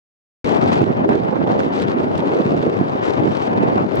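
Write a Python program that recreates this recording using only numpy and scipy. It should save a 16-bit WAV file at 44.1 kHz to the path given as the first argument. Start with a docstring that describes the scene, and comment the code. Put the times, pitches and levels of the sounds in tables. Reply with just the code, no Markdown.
"""Gusty wind on a camera microphone

Wind on open grassland cuts in abruptly, blowing across a camera's two microphone openings (ports).
Swirls of air, called eddies, buffet each port with a low rumble; a fluttering roar and a hiss rush
over both. Brief crackles break through, and single strong eddies thump and overload the input.
The handled camera ticks now and then, and its lens zooms with a faint hiss."""
import sys
import numpy as np
from scipy import signal
from scipy.fft import rfft, irfft
from scipy.io import wavfile
from scipy.ndimage import uniform_filter1d

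SR = 44100
rng = np.random.default_rng(int(sys.argv[2]) if len(sys.argv) > 2 else 0)


def dump(signal):
    """Clip the signal to [-1, 1] and save it as 16-bit WAV at the path in sys.argv[1]."""
    limited = np.clip(np.atleast_2d(signal).T, -1, 1)
    pcm = np.round(limited * 32767).astype(np.int16)
    wavfile.write(sys.argv[1], SR, pcm)


N = 176400

# How the rumble swells and shifts sides: time_s, relative_level_db, left_minus_right_db
RUMBLE_GUSTS = [(0.46, -20, 10), (0.56, -19, 5.5), (0.6, -21.5, 10), (0.635, -18.5, 2), (0.79, -21.5, 4.5),
                (0.82, -18, -11.5), (0.855, -25, -9), (0.905, -16.5, -6.5), (0.945, -29, 1),
                (0.98, -20.5, -0.5), (1.07, -20, 2), (1.11, -18, -6.5), (1.22, -24.5, -5),
                (1.28, -22.5, -6), (1.59, -19.5, 0), (1.66, -24.5, -4), (1.72, -24, 2.5), (1.89, -21, 5.5),
                (1.92, -24, 2), (2.0, -20, -5), (2.1, -23.5, 1), (2.35, -20, 1), (2.41, -18.5, -4),
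                (2.44, -28.5, 0), (2.46, -21, 0.5), (2.55, -18.5, 0), (2.62, -24, -2.5), (2.67, -17.5, -4),
                (2.71, -24, 2), (2.78, -23, 7.5), (2.82, -20.5, -10), (2.87, -26.5, 4), (3.0, -27, 0),
                (3.09, -21.5, 10.5), (3.14, -25, 8), (3.2, -19, 9), (3.27, -18, -10.5), (3.35, -26, 12),
                (3.46, -25.5, 4.5), (3.6, -18.5, -5), (3.7, -21, -3.5), (3.85, -21, -1), (3.885, -27, 17),
                (3.96, -20.5, 3.5)]
# How the roar and the hiss swell and fade: time_s, relative_level_db
ROAR_GUSTS = [(0.46, -29.5), (0.54, -24.5), (0.82, -23.5), (0.85, -34), (0.88, -29), (0.95, -31),
              (1.05, -23), (1.075, -45), (1.1, -22.5), (1.19, -32.5), (1.29, -26), (1.32, -38), (1.36, -30),
              (1.39, -41), (1.42, -24), (1.45, -43.5), (1.505, -23), (1.55, -29.5), (1.7, -30), (1.92, -30),
              (2.25, -30.5), (2.3, -28.5), (2.5, -30.5), (2.55, -31), (2.87, -30), (3.08, -27), (3.26, -29),
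              (3.33, -29), (3.66, -25), (3.75, -29), (3.78, -21.5), (3.87, -36), (4.0, -26.5)]
HISS_GUSTS = [(0.46, -41), (0.6, -44), (0.74, -40.5), (0.81, -44), (0.84, -49.5), (1.07, -54),
              (1.15, -45.5), (1.18, -51), (1.46, -52.5), (1.51, -44), (1.58, -50), (1.6, -42.5),
              (1.72, -54.5), (1.73, -43), (1.83, -42), (1.86, -51.5), (1.89, -42), (1.96, -54.5),
              (2.0, -47), (2.1, -53.5), (2.18, -45), (2.24, -52), (2.27, -45.5), (3.01, -50.5), (3.05, -41),
              (3.22, -48.5), (3.45, -42.5), (3.5, -50), (3.75, -49), (3.78, -48.5), (3.86, -52), (4.0, -44)]
# The tone of each noise, from bass to treble: frequency_hz, relative_level_db
RUMBLE_TONE = [(20, -31), (44, -35), (62, -23), (95, -9), (170, -2), (290, 0), (420, -2), (600, -8.5),
               (1000, -21), (2000, -34), (5000, -68), (16000, -92)]
ROAR_TONE = [(100, -37), (300, -11.5), (500, -0.5), (750, 1.5), (1100, -5.5), (1600, -14), (2500, -22.5),
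             (5000, -46), (16000, -92.5)]
HISS_TONE = [(300, -11.5), (1000, 9.5), (2000, 5.5), (3200, 1.5), (5000, -8.5), (7000, -18.5), (8650, -25),
             (9100, -42), (9600, -29.5), (11000, -35.5), (13000, -46), (16000, -48.5)]
CRACKLE_TONE = [(500, -12), (1500, 5.5), (4000, -2), (8000, -14.5), (15500, -42)]
ZOOM_TONE = [(6000, -29), (9800, 2), (11200, -1), (12200, 0), (13000, -14), (16000, -23.5)]
# How alike the two ports rumble: frequency_hz, likeness (1 the same, 0 unrelated, -1 opposite)
RUMBLE_LIKENESS = [(60, -0.09), (100, 0.74), (170, -0.02), (330, 0.07), (600, -0.013), (1200, -0.7)]
# How far the right port's wave trails the left's in roar and hiss: frequency_hz, lag_radians
PORT_LAG = [(300, 3.78), (860, 3.08), (2000, 3.497), (5800, 4.91), (15000, 5.55)]
# Brief, bright crackles: middle_s, level_db, half_width_s
CRACKLES = [(.446, -28.5, .0015), (0.492, -34, 0.0048), (0.734, -30.5, 0.0084), (0.819, -36, 0.0036),
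            (.830, -37, .0015), (1.093, -35, 0.0011), (1.155, -32, .001), (1.603, -32, .0012),
            (1.822, -31, 0.0055), (2.18, -32, 0.0032), (2.576, -38, 0.0012), (3.635, -36, 0.0019),
            (3.78, -38, 0.0032)]
# Single strong eddies: start_s, strength_db, left_minus_right_db, pitch_hz
STRONG_EDDIES = [(0.81, -6.5, 0, 143), (0.816, -1.5, -15, 410), (0.828, -2.5, -17, 344),
                 (1.091, -1, -9, 594), (1.1, -5, -7, 250), (1.1531, -3.5, -16, 380), (1.415, -8.5, -5, 600),
                 (1.501, -5, -9, 510), (1.604, -11.5, -11, 1480), (1.663, -7, -16, 305),
                 (2.399, -4, 3, 283), (2.456, -7.5, 2, 188), (2.673, -11.5, -7, 181),
                 (2.811, -3.5, -2, 316), (2.951, -9, -4, 265), (3.082, -8, 0, 307), (3.201, -5.5, 14, 323),
                 (3.634, -5.5, -14, 374), (3.778, -11, 4, 244)]
# Ticks of the handled camera: start_s, level_db
CAMERA_TICKS = [(1.088, -44), (2.369, -52), (3.957, -36.5)]


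def amp(db):
    """Turns decibels into a number to multiply a sound by."""
    return 10 ** (np.asarray(db) / 20)


def unit(x):
    """Scales a signal so that its average strength (rms) is 1."""
    return x / np.sqrt(np.mean(x ** 2) + 1e-20)


def over_time(table, column=1):
    """Joins a table's points with lines, giving a value for every sample."""
    rows = np.array(table)
    return np.interp(np.arange(N) / SR, rows[:, 0], rows[:, column])


def over_hz(table):
    """Joins a table's points, giving a value for every frequency."""
    hz, value = np.transpose(table)
    return np.interp(np.log(np.fft.rfftfreq(N, 1 / SR) + 1), np.log(hz), value)


def pan(db):
    """Left and right gains that keep the total power; positive db leans left."""
    gains = amp(np.array([db, -db]).reshape(2, -1) / 2)
    return gains / np.sqrt((gains ** 2).mean(0))


def wobble(low_hz, high_hz, limit=3.7):
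    """A random wobble, mostly between two speeds, with its biggest swings softened."""
    hz = np.fft.rfftfreq(N, 1 / SR) + 1e-6
    shape = 1 / np.sqrt(hz * (1 + (low_hz / hz) ** 4) * (1 + (hz / high_hz) ** 4))
    drift = unit(irfft(rfft(rng.standard_normal(N)) * shape, N))
    return limit * np.tanh(drift / limit)


def with_tone(x, tone):
    """Filters a noise to follow a tone table, at strength 1."""
    log_gain = np.log(amp(over_hz(tone)))
    mirrored = np.concatenate([log_gain, log_gain[-2:0:-1]])
    # This makes the filter ring only after a sound, never before it.
    response = np.exp(np.conj(signal.hilbert(mirrored)))[:len(log_gain)]
    return unit(irfft(rfft(x) * response, N))


def patchy(x, depth_db, patch_s=0.054, patch_hz=217):
    """Lumps of swirling air lift or lower random pitches for a moment, alike at both ports."""
    spectra = signal.stft(x, nperseg=512, noverlap=384)[2]
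    patches = rng.standard_normal(spectra.shape[:0:-1])
    for axis, width in enumerate([patch_s * SR / 128, patch_hz * 512 / SR]):  # blur time, then pitch
        count = patches.shape[axis]
        blur = np.exp(-(np.pi * np.fft.rfftfreq(count) * width / 2) ** 2)
        patches = irfft(rfft(patches, axis=axis) * np.expand_dims(blur, 1 - axis), count, axis=axis)
    spectra = spectra * amp(depth_db * unit(patches).T)
    return signal.istft(spectra, nperseg=512, noverlap=384)[1][:, :N]


def steadied(x, window_samples):
    """Takes slow swells out of a noise and keeps its fast flutter."""
    return x / np.sqrt(uniform_filter1d((x ** 2).mean(0), window_samples) + 1e-9)


def across_ports(noise, likeness):
    """Makes the right port's noise a partial, lagging copy of the left's."""
    left, other = noise
    right = likeness * left + np.sqrt(1 - likeness ** 2) * other
    lag = np.exp(-1j * over_hz(PORT_LAG))
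    return np.array([left, irfft(rfft(right) * lag, N)])


def add(mix, start_s, sound):
    """Adds a stereo sound to the mix at the given time."""
    part = mix[:, round(start_s * SR):][:, :sound.shape[1]]
    part += sound[:, :part.shape[1]]


def rumble(flutter, flutter_db=2.0, lumps_db=2.0, boost_db=3):
    """Eddies buffet the ports with low, lumpy pressure swings, partly separate at each one."""
    lumps = np.array([wobble(12, 73), wobble(14, 92)])
    a, b = rfft(rng.standard_normal((2, N)) * amp(flutter_db * flutter + lumps_db * lumps))
    # Blending two noises into each other sets how alike the ports sound.
    angle = np.arcsin(over_hz(RUMBLE_LIKENESS)) / 2
    own, shared = np.cos(angle), np.sin(angle)
    ports = irfft(np.array([a * own + b * shared, b * own + a * shared]), N)
    air = patchy(with_tone(ports, RUMBLE_TONE), depth_db=3.0)
    air = steadied(air, window_samples=2000)
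    return air * amp(boost_db + over_time(RUMBLE_GUSTS)) * pan(over_time(RUMBLE_GUSTS, column=2))


def roar(flutter, flutter_db=1.5, boost_db=5.5, left_db=2, lean=0.26):
    """Air tumbles over the ports in a fluttering roar that leans to the side buffeted harder."""
    noise = rng.standard_normal((2, N)) * amp(flutter_db * flutter)
    ports = across_ports(noise, likeness=0.88)
    air = patchy(with_tone(ports, ROAR_TONE), depth_db=1.5)
    air = steadied(air, window_samples=2000)
    side_db = left_db + lean * over_time(RUMBLE_GUSTS, column=2)
    return air * amp(boost_db + over_time(ROAR_GUSTS)) * pan(side_db)


def hiss(flutter, flutter_db=3.5, sputter_db=3.5, boost_db=10, treble_hz=5470, brighten=0.42):
    """Tiny swirls of air make a sputtering hiss that gets brighter as it gets louder."""
    noise = rng.standard_normal((2, N)) * amp(flutter_db * flutter + sputter_db * wobble(50, 940))
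    ports = across_ports(noise, likeness=0.79)
    air = patchy(with_tone(ports, HISS_TONE), depth_db=0.9)
    air = steadied(air, window_samples=3000)
    gust_db = over_time(HISS_GUSTS)
    treble = signal.sosfiltfilt(signal.butter(2, treble_hz, "highpass", fs=SR, output="sos"), air)
    treble_gain = amp(brighten * (gust_db - np.median(gust_db)))
    return (air - treble + treble * treble_gain) * amp(boost_db + gust_db)


def crackles():
    """Brief, bright crackles from spitting air, the input overloading and the sound cutting in."""
    t = np.arange(N) / SR
    bursts = sum(amp(db) * np.exp(-((t - middle_s) / half_width_s) ** 2)
                 for middle_s, db, half_width_s in CRACKLES)
    return bursts * with_tone(rng.standard_normal((2, N)), CRACKLE_TONE)


def thumps(rise_cycles=0.31, decay_cycles=1, pitch_drop=0.08, opposite_hz=805, low_cut_hz=90):
    """Each strong eddy gives a short pressure swing that slows as it dies away."""
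    out, t = np.zeros((2, N)), np.arange(2048) / SR
    for start_s, db, side_db, hz in STRONG_EDDIES:
        cycles = hz * t
        dying = np.exp(-cycles / decay_cycles)
        swell = (1 - np.exp(-(cycles / rise_cycles) ** 2)) * dying
        falling_hz = hz * (1 - pitch_drop * (1 - dying))
        phase = 2 * np.pi * np.cumsum(falling_hz) / SR
        lag = np.pi * min(hz / opposite_hz, 1)  # small, quick eddies push the ports opposite ways
        swing = swell / swell.max() * np.sin([phase, phase - lag])
        add(out, start_s, amp(db) * pan(side_db) * swing)
    return signal.sosfilt(signal.butter(2, low_cut_hz, "highpass", fs=SR, output="sos"), out)


def handling_ticks(decay_s=0.0011):
    """The handled camera body gives tiny dry ticks, each a burst of noise that dies fast."""
    out, t = np.zeros((2, N)), np.arange(1024) / SR
    for start_s, db in CAMERA_TICKS:
        add(out, start_s, amp(db) * np.exp(-t / decay_s) * rng.standard_normal((2, len(t))))
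    return out


def zoom_motor(start_s=1.55, end_s=2.98, fade_s=0.15, level_db=-76, scratch_db=3.0):
    """The lens motor makes a thin, faint, scratchy hiss while it runs."""
    t = np.arange(N) / SR
    running = np.clip(np.minimum(t - start_s, end_s - t) / fade_s, 0, 1)
    scratchy_gain = amp(level_db + scratch_db * wobble(10, 200))
    return scratchy_gain * running * with_tone(rng.standard_normal((2, N)), ZOOM_TONE)


def scene():
    """Adds wind and camera sounds; one flutter of the air shakes the rumble, roar and hiss together."""
    flutter = wobble(2.5, 240)
    wind = rumble(flutter) + roar(flutter) + hiss(flutter)
    return wind + crackles() + thumps() + zoom_motor() + handling_ticks()


def record(dry, start_s=0.443, fade_in_s=0.0015, high_cut_hz=15900):
    """The input opens abruptly, flattens peaks that overload it and cuts the highest treble."""
    opened = np.clip((np.arange(N) / SR - start_s) / fade_in_s, 0, 1)
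    clipped = np.clip(dry * opened, -1, 1)
    low_pass = signal.firwin(511, high_cut_hz, window=("kaiser", 9), fs=SR)
    return signal.oaconvolve(clipped, low_pass[None], "same")


dry = scene()
out = record(dry)
dump(out)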